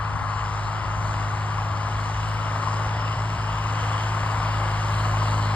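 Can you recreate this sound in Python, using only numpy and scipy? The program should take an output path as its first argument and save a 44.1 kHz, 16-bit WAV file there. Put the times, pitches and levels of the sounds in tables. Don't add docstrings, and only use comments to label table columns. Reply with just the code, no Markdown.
import sys
import numpy as np
from scipy import signal
from scipy.fft import rfft, irfft, next_fast_len
from scipy.io import wavfile
from scipy.ndimage import uniform_filter1d, map_coordinates

SR = 44100
rng = np.random.default_rng(int(sys.argv[2]) if len(sys.argv) > 2 else 0)


def generate_wav(signal):
    frames = np.transpose(np.atleast_2d(signal))
    scaled = np.clip(frames, -1, 1) * 32767
    pcm = np.round(scaled).astype(np.int16)
    wavfile.write(sys.argv[1], SR, pcm)


N = 244755
T_S = np.arange(N) / SR

CYLINDERS_DB = [-1.2, -1.3, -0.59, -1, -1, 0.31]
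FIRING_SCATTER_DB = 0.93
HISS_PHASE_FIRINGS = .09


def amp(db):
    return 10 ** (np.asarray(db) / 20)


def unit(x):
    return x / np.sqrt(np.mean(x ** 2) + 1e-20)


def along(points, hz):
    f, v = np.transpose(points)
    return np.interp(np.log(hz + 1), np.log(f + 1), v)


def curves(rows):
    s, *cols = np.transpose(rows)
    return [np.interp(T_S, s, c) for c in cols]


def wobble(rate_hz):
    knots = rng.standard_normal(int(N * 40 / SR) + 4)
    return map_coordinates(knots, [np.arange(N) * min(rate_hz, 40) / SR])


def bumps(times_s, width_s):
    return np.exp(-.5 * ((T_S - np.array(times_s)[:, None]) / width_s) ** 2)


def filtered(x, response):
    m = next_fast_len(N + SR // 2)
    return irfft(rfft(x, m) * response(np.fft.rfftfreq(m, 1 / SR)), m)[..., :N]


def coloured(x, spectrum):
    return unit(filtered(x, lambda hz: amp(along(spectrum, hz))))


def band(x, hz, width_hz):
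    return filtered(x, lambda f: np.exp(-.5 * ((f - hz) / width_hz * 2) ** 2))


def edge(x, hz, above, db):
    slope = -6 if above else 6
    part = filtered(x, lambda f: 1 / (1 + (np.maximum(f, 1) / hz) ** slope))
    return x + (amp(db) - 1) * part


def patchy(patchy_db):
    z = signal.stft(rng.standard_normal((2, N)), nperseg=512)[2]
    field = rng.standard_normal(z.shape[1:])
    field = uniform_filter1d(field, size=7, axis=0)
    field = uniform_filter1d(field, size=24, axis=1)
    return signal.istft(z * amp(patchy_db * unit(field)), nperseg=512)[1][:, :N]


def repeating(phase, size, count):
    patterns = rng.standard_normal((count, size))
    drift = np.arange(N) * (count - 1) / N
    old = drift.astype(int)
    share = drift % 1 * np.pi / 2
    at = (phase % 1 * size).astype(int)
    return np.cos(share) * patterns[old, at] + np.sin(share) * patterns[old + 1, at]


def beat(cycle, depth_db, late):
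    firing = 6 * cycle - late
    number = np.floor(firing + .5).astype(int)
    cylinder_db = np.take(CYLINDERS_DB, number % len(CYLINDERS_DB))
    strength_db = cylinder_db + FIRING_SCATTER_DB * rng.standard_normal(1000)[number]
    swell = np.cos(2 * np.pi * firing)
    return amp(depth_db * swell + strength_db * (1 + swell) / 2)


def tone(cycle, order, db, waver_db, blur_rad=0., start=None):
    start = rng.random() if start is None else start
    gain = np.sqrt(2) * amp(db + waver_db * wobble(4.99))
    return gain * np.sin(2 * np.pi * (order * cycle + start) + blur_rad * wobble(20))


def side_on():
    side_on_s, rise_s = 5.16, 0.19
    return 1 / (1 + np.exp((side_on_s - T_S) / rise_s))


def exhaust(cycle, firing_db):
    # [multiple of the two-turn cycle, level re firing tone/dB, waver/dB]
    weak_orders = [(2, -36, 0), (4, -23, 0), (5, -27, 6), (7, -18, 2), (8, -31.5, -8), (10, -31, 1.5),
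                   (11, -32, 2.5), (12, -30.5, 3), (15, -23, 1.7), (16, -33, 3), (18, -33.5, 5.5),
                   (20, -35.5, 4.5), (21, -30.5, 3.5), (24, -36.5, 2.5), (27, -31.5, 3.5), (31, -32.5, 3.5),
                   (33, -25, 0.5), (36, -26, 1)]
    # [t/s, level/dB]
    half_rate = [(0.0, -43), (1.22, -38.5), (1.39, -48), (1.61, -38), (1.88, -47), (1.99, -39.5),
                 (3.62, -43), (5.24, -35), (5.55, -38)]
    # [t/s, gain/dB]
    dips = [(0.185, -20), (0.24, -6), (0.842, -8), (1.741, -8), (3.153, -16), (3.376, -24), (4.002, -5)]
    dip_half_width_s = .006
    uneven_turns = .25
    third_db, second_db = -13, -46
    weak_follow = 0.78
    blur_rad_per_order = .014

    drone = tone(cycle, 6, firing_db, waver_db=.5, start=0)
    throb = tone(cycle, 3, curves(half_rate)[0], waver_db=1.5, start=uneven_turns)
    throb = throb + tone(cycle, 9, firing_db + third_db, waver_db=0.0, start=uneven_turns)
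    second = side_on() * tone(cycle, 12, second_db, waver_db=1)

    mean_db = firing_db.mean()
    weak_db = mean_db + weak_follow * (firing_db - mean_db)
    weak = sum(tone(cycle, round(k), weak_db + db, waver_db, blur_rad=blur_rad_per_order * k)
               for k, db, waver_db in weak_orders)
    dip_s, dip_db = np.transpose(dips)
    return amp(dip_db @ bumps(dip_s, dip_half_width_s)) * (drone + throb) + second + weak


def gear_tones(cycle):
    # [multiple of the cycle, level at t=0 re knock/dB]
    gear = [(48, -15.5), (60, -13.5), (66, -18), (72, -16.5), (84, -20.5), (96, -19)]
    fade_db_per_s, blur_rad_per_order = -0.48, .013
    return sum(tone(cycle, round(k), db + fade_db_per_s * T_S, waver_db=2.5, blur_rad=blur_rad_per_order * k)
               for k, db in gear)


def block_knock(cycle, alike):
    # [f/Hz, relative density/dB]
    block = [(200, -29), (300, -16.5), (450, -12), (600, -8), (800, -2), (1050, 0.2), (1250, -3),
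             (1550, -8), (1750, -9.5), (2000, -10), (2400, -20), (3000, -68)]
    # [t/s, level/dB]
    knocking = [(0.0, -32), (.6, -33), (1.2, -32.5), (1.8, -33), (2.1, -32.5), (2.35, -32.5), (2.6, -31),
                (2.95, -31.5), (3.2, -32.5), (3.6, -32), (3.85, -30), (4.1, -30.5), (4.4, -29.5),
                (4.7, -30), (5.1, -30.5), (5.55, -30)]
    body_hz, hollow_db, fill_s = 626, -8, 0.71
    nose_hz, nose_width_hz, nose_fade_s = 1320, 190, 2.07
    nose_drop_db, nose_final_db = 3.0, -0.75

    noise = 0.61 * alike + patchy(patchy_db=0.2)
    noise = noise * beat(cycle, depth_db=1.6, late=.31)
    knock = edge(coloured(noise, block), body_hz, False, hollow_db * np.exp(-T_S / fill_s))
    knock[0] += gear_tones(cycle)
    nose_db = nose_drop_db * np.exp(-T_S / nose_fade_s) + nose_final_db
    knock = knock + (amp(nose_db) - 1) * band(knock, nose_hz, nose_width_hz)
    return amp(curves(knocking)[0]) * knock


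def hard_firings():
    # [t/s, level before onset and decay/dB, ring f/Hz]
    hard = [(0.156, -22, 1210), (0.237, -22, 1260), (1.584, -16, 1080), (2.097, -17, 829),
            (2.389, -23, 1180), (2.559, -17, 1140), (2.634, -15, 1070), (2.673, -14.5, 1030),
            (3.181, -20.5, 939), (3.491, -16, 990), (3.615, -20, 1090), (3.66, -16, 1130),
            (3.718, -21, 1080), (4.057, -24, 1020), (4.361, -23.5, 1290), (4.415, -26, 1188),
            (4.888, -16, 1080), (5.053, -22, 1060), (5.22, -18, 1050), (5.503, -14, 1090)]
    t60_s, rise_s = 0.021, 0.001
    out = np.zeros(N + SR)
    t = np.arange(SR // 20) / SR
    for s, db, hz in hard:
        envelope = amp(db - 60 * t / t60_s) * (1 - np.exp(-t / rise_s))
        out[round(s * SR):][:len(t)] += envelope * np.sin(2 * np.pi * hz * t)
    return out[:N]


def valve_clatter(cycle, alike):
    # [f/Hz, relative density/dB]
    valves = [(1600, -20), (2400, -3), (2850, 1), (3300, -4.5), (3800, -9), (4300, -11), (5100, -7),
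              (5600, -11), (6500, -78)]
    # [t/s, level/dB]
    clatter = [(0.0, -45.5), (0.8, -44), (1.8, -43.5), (2.4, -41), (3.2, -42.5), (3.9, -40), (5.55, -40.5)]
    noise = (0.33 * alike + patchy(patchy_db=1.5)) * amp(0.33 * wobble(12))
    noise = noise * beat(cycle, depth_db=1.7, late=.21)
    return amp(curves(clatter)[0]) * coloured(noise, valves)


def fan_and_harrow_hiss(cycle):
    # [f/Hz, relative density/dB]
    hiss_spectrum = [(4500, -9.5), (5600, -3), (6200, 5), (6800, 1.5), (7500, -0.5), (8300, -4.5),
                     (9000, -7.5), (10200, -17), (11600, -15.5), (13000, -19), (15000, -24)]
    # [t/s, level/dB]
    hissing = [(0.0, -56.5), (0.5, -51.5), (0.9, -54.5), (1.09, -46.5), (1.3, -50), (1.66, -54), (2.2, -47),
               (2.5, -50.5), (2.78, -49), (2.98, -53.5), (3.33, -51), (3.55, -52), (3.8, -47.5),
               (4.35, -49.5), (5.1, -46), (5.55, -49.5)]
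    start_m, speed_m_per_s = 61, 6.9
    treble_hz, treble_swings = 8600, -0.42
    treble_grows = 0.88
    low_hz, low_swings = 6800, -0.5

    near_db = 20 * np.log10(start_m / (start_m - speed_m_per_s * T_S))
    hiss_db, = curves(hissing)
    swing_db = hiss_db - hiss_db.mean()
    treble_db = treble_swings * swing_db + treble_grows * (near_db - near_db.mean())
    air = patchy(patchy_db=1.5) * beat(cycle, depth_db=1.8, late=HISS_PHASE_FIRINGS) * amp(0.52 * wobble(11))
    hiss = edge(coloured(air, hiss_spectrum), treble_hz, True, treble_db)
    hiss = edge(hiss, low_hz, False, low_swings * swing_db)
    return amp(hiss_db) * hiss


def flank_hiss(cycle):
    # [t/s, level/dB]
    flank = [(4.6, -56), (4.9, -51), (5.05, -44.5), (5.16, -53), (5.3, -44), (5.38, -50), (5.45, -46),
             (5.55, -51)]
    noise = patchy(patchy_db=2.5) * beat(cycle, depth_db=1.0, late=HISS_PHASE_FIRINGS)
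    return amp(curves(flank)[0]) * unit(band(noise, hz=4250, width_hz=570))


def machinery(cycle):
    alike = repeating(cycle, size=2500, count=14)
    sound = block_knock(cycle, alike) + valve_clatter(cycle, alike)
    sound = sound + fan_and_harrow_hiss(cycle) + flank_hiss(cycle)
    sound[0] += hard_firings()
    return sound


def wind():
    # [f/Hz, relative density/dB]
    buffet = [(20, -20), (35, -11), (50, 0), (75, 3), (125, -9.5), (170, -7.5), (230, -24), (400, -41),
              (800, -80)]
    # [t/s, peak level added to the breeze/dB]
    gusts = [(0.0, -42), (0.18, -41), (0.39, -47), (0.85, -39), (1.0, -37), (1.76, -55), (1.94, -41),
             (2.7, -53), (2.89, -39), (3.15, -41), (3.39, -44.5), (3.54, -39), (3.66, -38.5), (4.36, -42)]
    breeze_db, eases_db_per_s, gust_half_width_s = -40, -0.02, 0.025
    gust_s, gust_db = np.transpose(gusts)
    lumps = amp(1.5 * wobble(14)) * rng.standard_normal((2, N))
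    gain = amp(breeze_db + eases_db_per_s * T_S) + amp(gust_db) @ bumps(gust_s, gust_half_width_s)
    return gain * coloured(lumps, buffet)


def port_wind():
    # [f/Hz, relative density/dB]
    port = [(12, -51), (20, -22), (47, -1.5), (102, 2.5), (162, -4), (258, -13.5), (400, -28), (520, -54),
            (880, -120)]
    start_db, eases_db_per_s = -44, -1.36
    lumps = amp(3.0 * wobble(9)) * rng.standard_normal(N)
    return amp(start_db + eases_db_per_s * T_S) * coloured(lumps, port)


def scene():
    # [t/s, firing rate f/Hz, firing tone level/dB]
    engine = [(0.0, 105.1, -30), (0.37, 103.9, -29), (0.74, 104.8, -31), (1.11, 104.2, -28.5),
              (1.85, 104.5, -28.5), (2.4, 106.1, -28.5), (2.62, 105.2, -28), (2.8, 106.1, -27),
              (3.33, 107.5, -28), (3.52, 106, -28.5), (3.88, 106.6, -27.5), (4.44, 106.2, -27),
              (4.81, 105.2, -25.5), (5.36, 105.7, -23.5), (5.55, 105, -24.5)]
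    # [f/Hz, share 0..1]
    channels_alike = [(400, 1), (1500, 0.99), (2500, 0.84), (3800, 0.76), (5000, 0.75), (5700, .999),
                      (6300, .999), (7000, 0.65), (7700, .999), (8200, .99), (9000, 0.85), (9700, .999),
                      (10900, .999), (11400, 0.56), (11900, .999), (13000, .999), (13600, .8),
                      (14200, .999)]
    firing_hz, firing_db = curves(engine)
    cycle = np.cumsum(firing_hz) / SR / len(CYLINDERS_DB)
    direct, scattered = machinery(cycle) + wind()
    direct = direct + exhaust(cycle, firing_db)

    def mid_side_gains(hz):
        turn_rad = np.arccos(np.clip(along(channels_alike, hz), 0, 1)) / 2
        return np.array([np.cos(turn_rad), np.sin(turn_rad)])

    mid, side = filtered(np.array([direct, scattered]), mid_side_gains)
    side = side + port_wind()
    return np.array([mid + side, mid - side])


def record(dry):
    # [f/Hz, phase/rad]
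    phase_apart = [(100, 0.06), (400, 0.08), (650, 0), (1000, 0.28), (1350, -0.48), (1800, 1.24),
                   (2100, 1.0), (2600, 2.5), (3800, 0.61), (5000, 1.4), (5700, 3.0), (6250, 3.3), (6500, 4),
                   (7650, 6.1), (8200, 6.4), (9200, 7.5), (9700, 9.2), (10900, 9.6), (11800, 12.3),
                   (13100, 12.8), (14200, 15.7), (15200, 15.7)]
    # [f/Hz, left minus right level/dB]
    shade = [(100, 0.1), (380, -1), (550, 4.5), (750, 0.5), (1050, 9), (1300, 10.5), (1600, 1.5),
             (2100, -0.5), (2600, -0.5)]
    top_hz = 15300
    half = np.array([[.5], [-.5]])

    def channels(hz):
        gain = amp(half * along(shade, hz))
        phase = np.exp(1j * half * along(phase_apart, hz))
        return gain * phase * (hz < top_hz)

    return filtered(dry, channels)


dry = scene()
out = record(dry)
generate_wav(out)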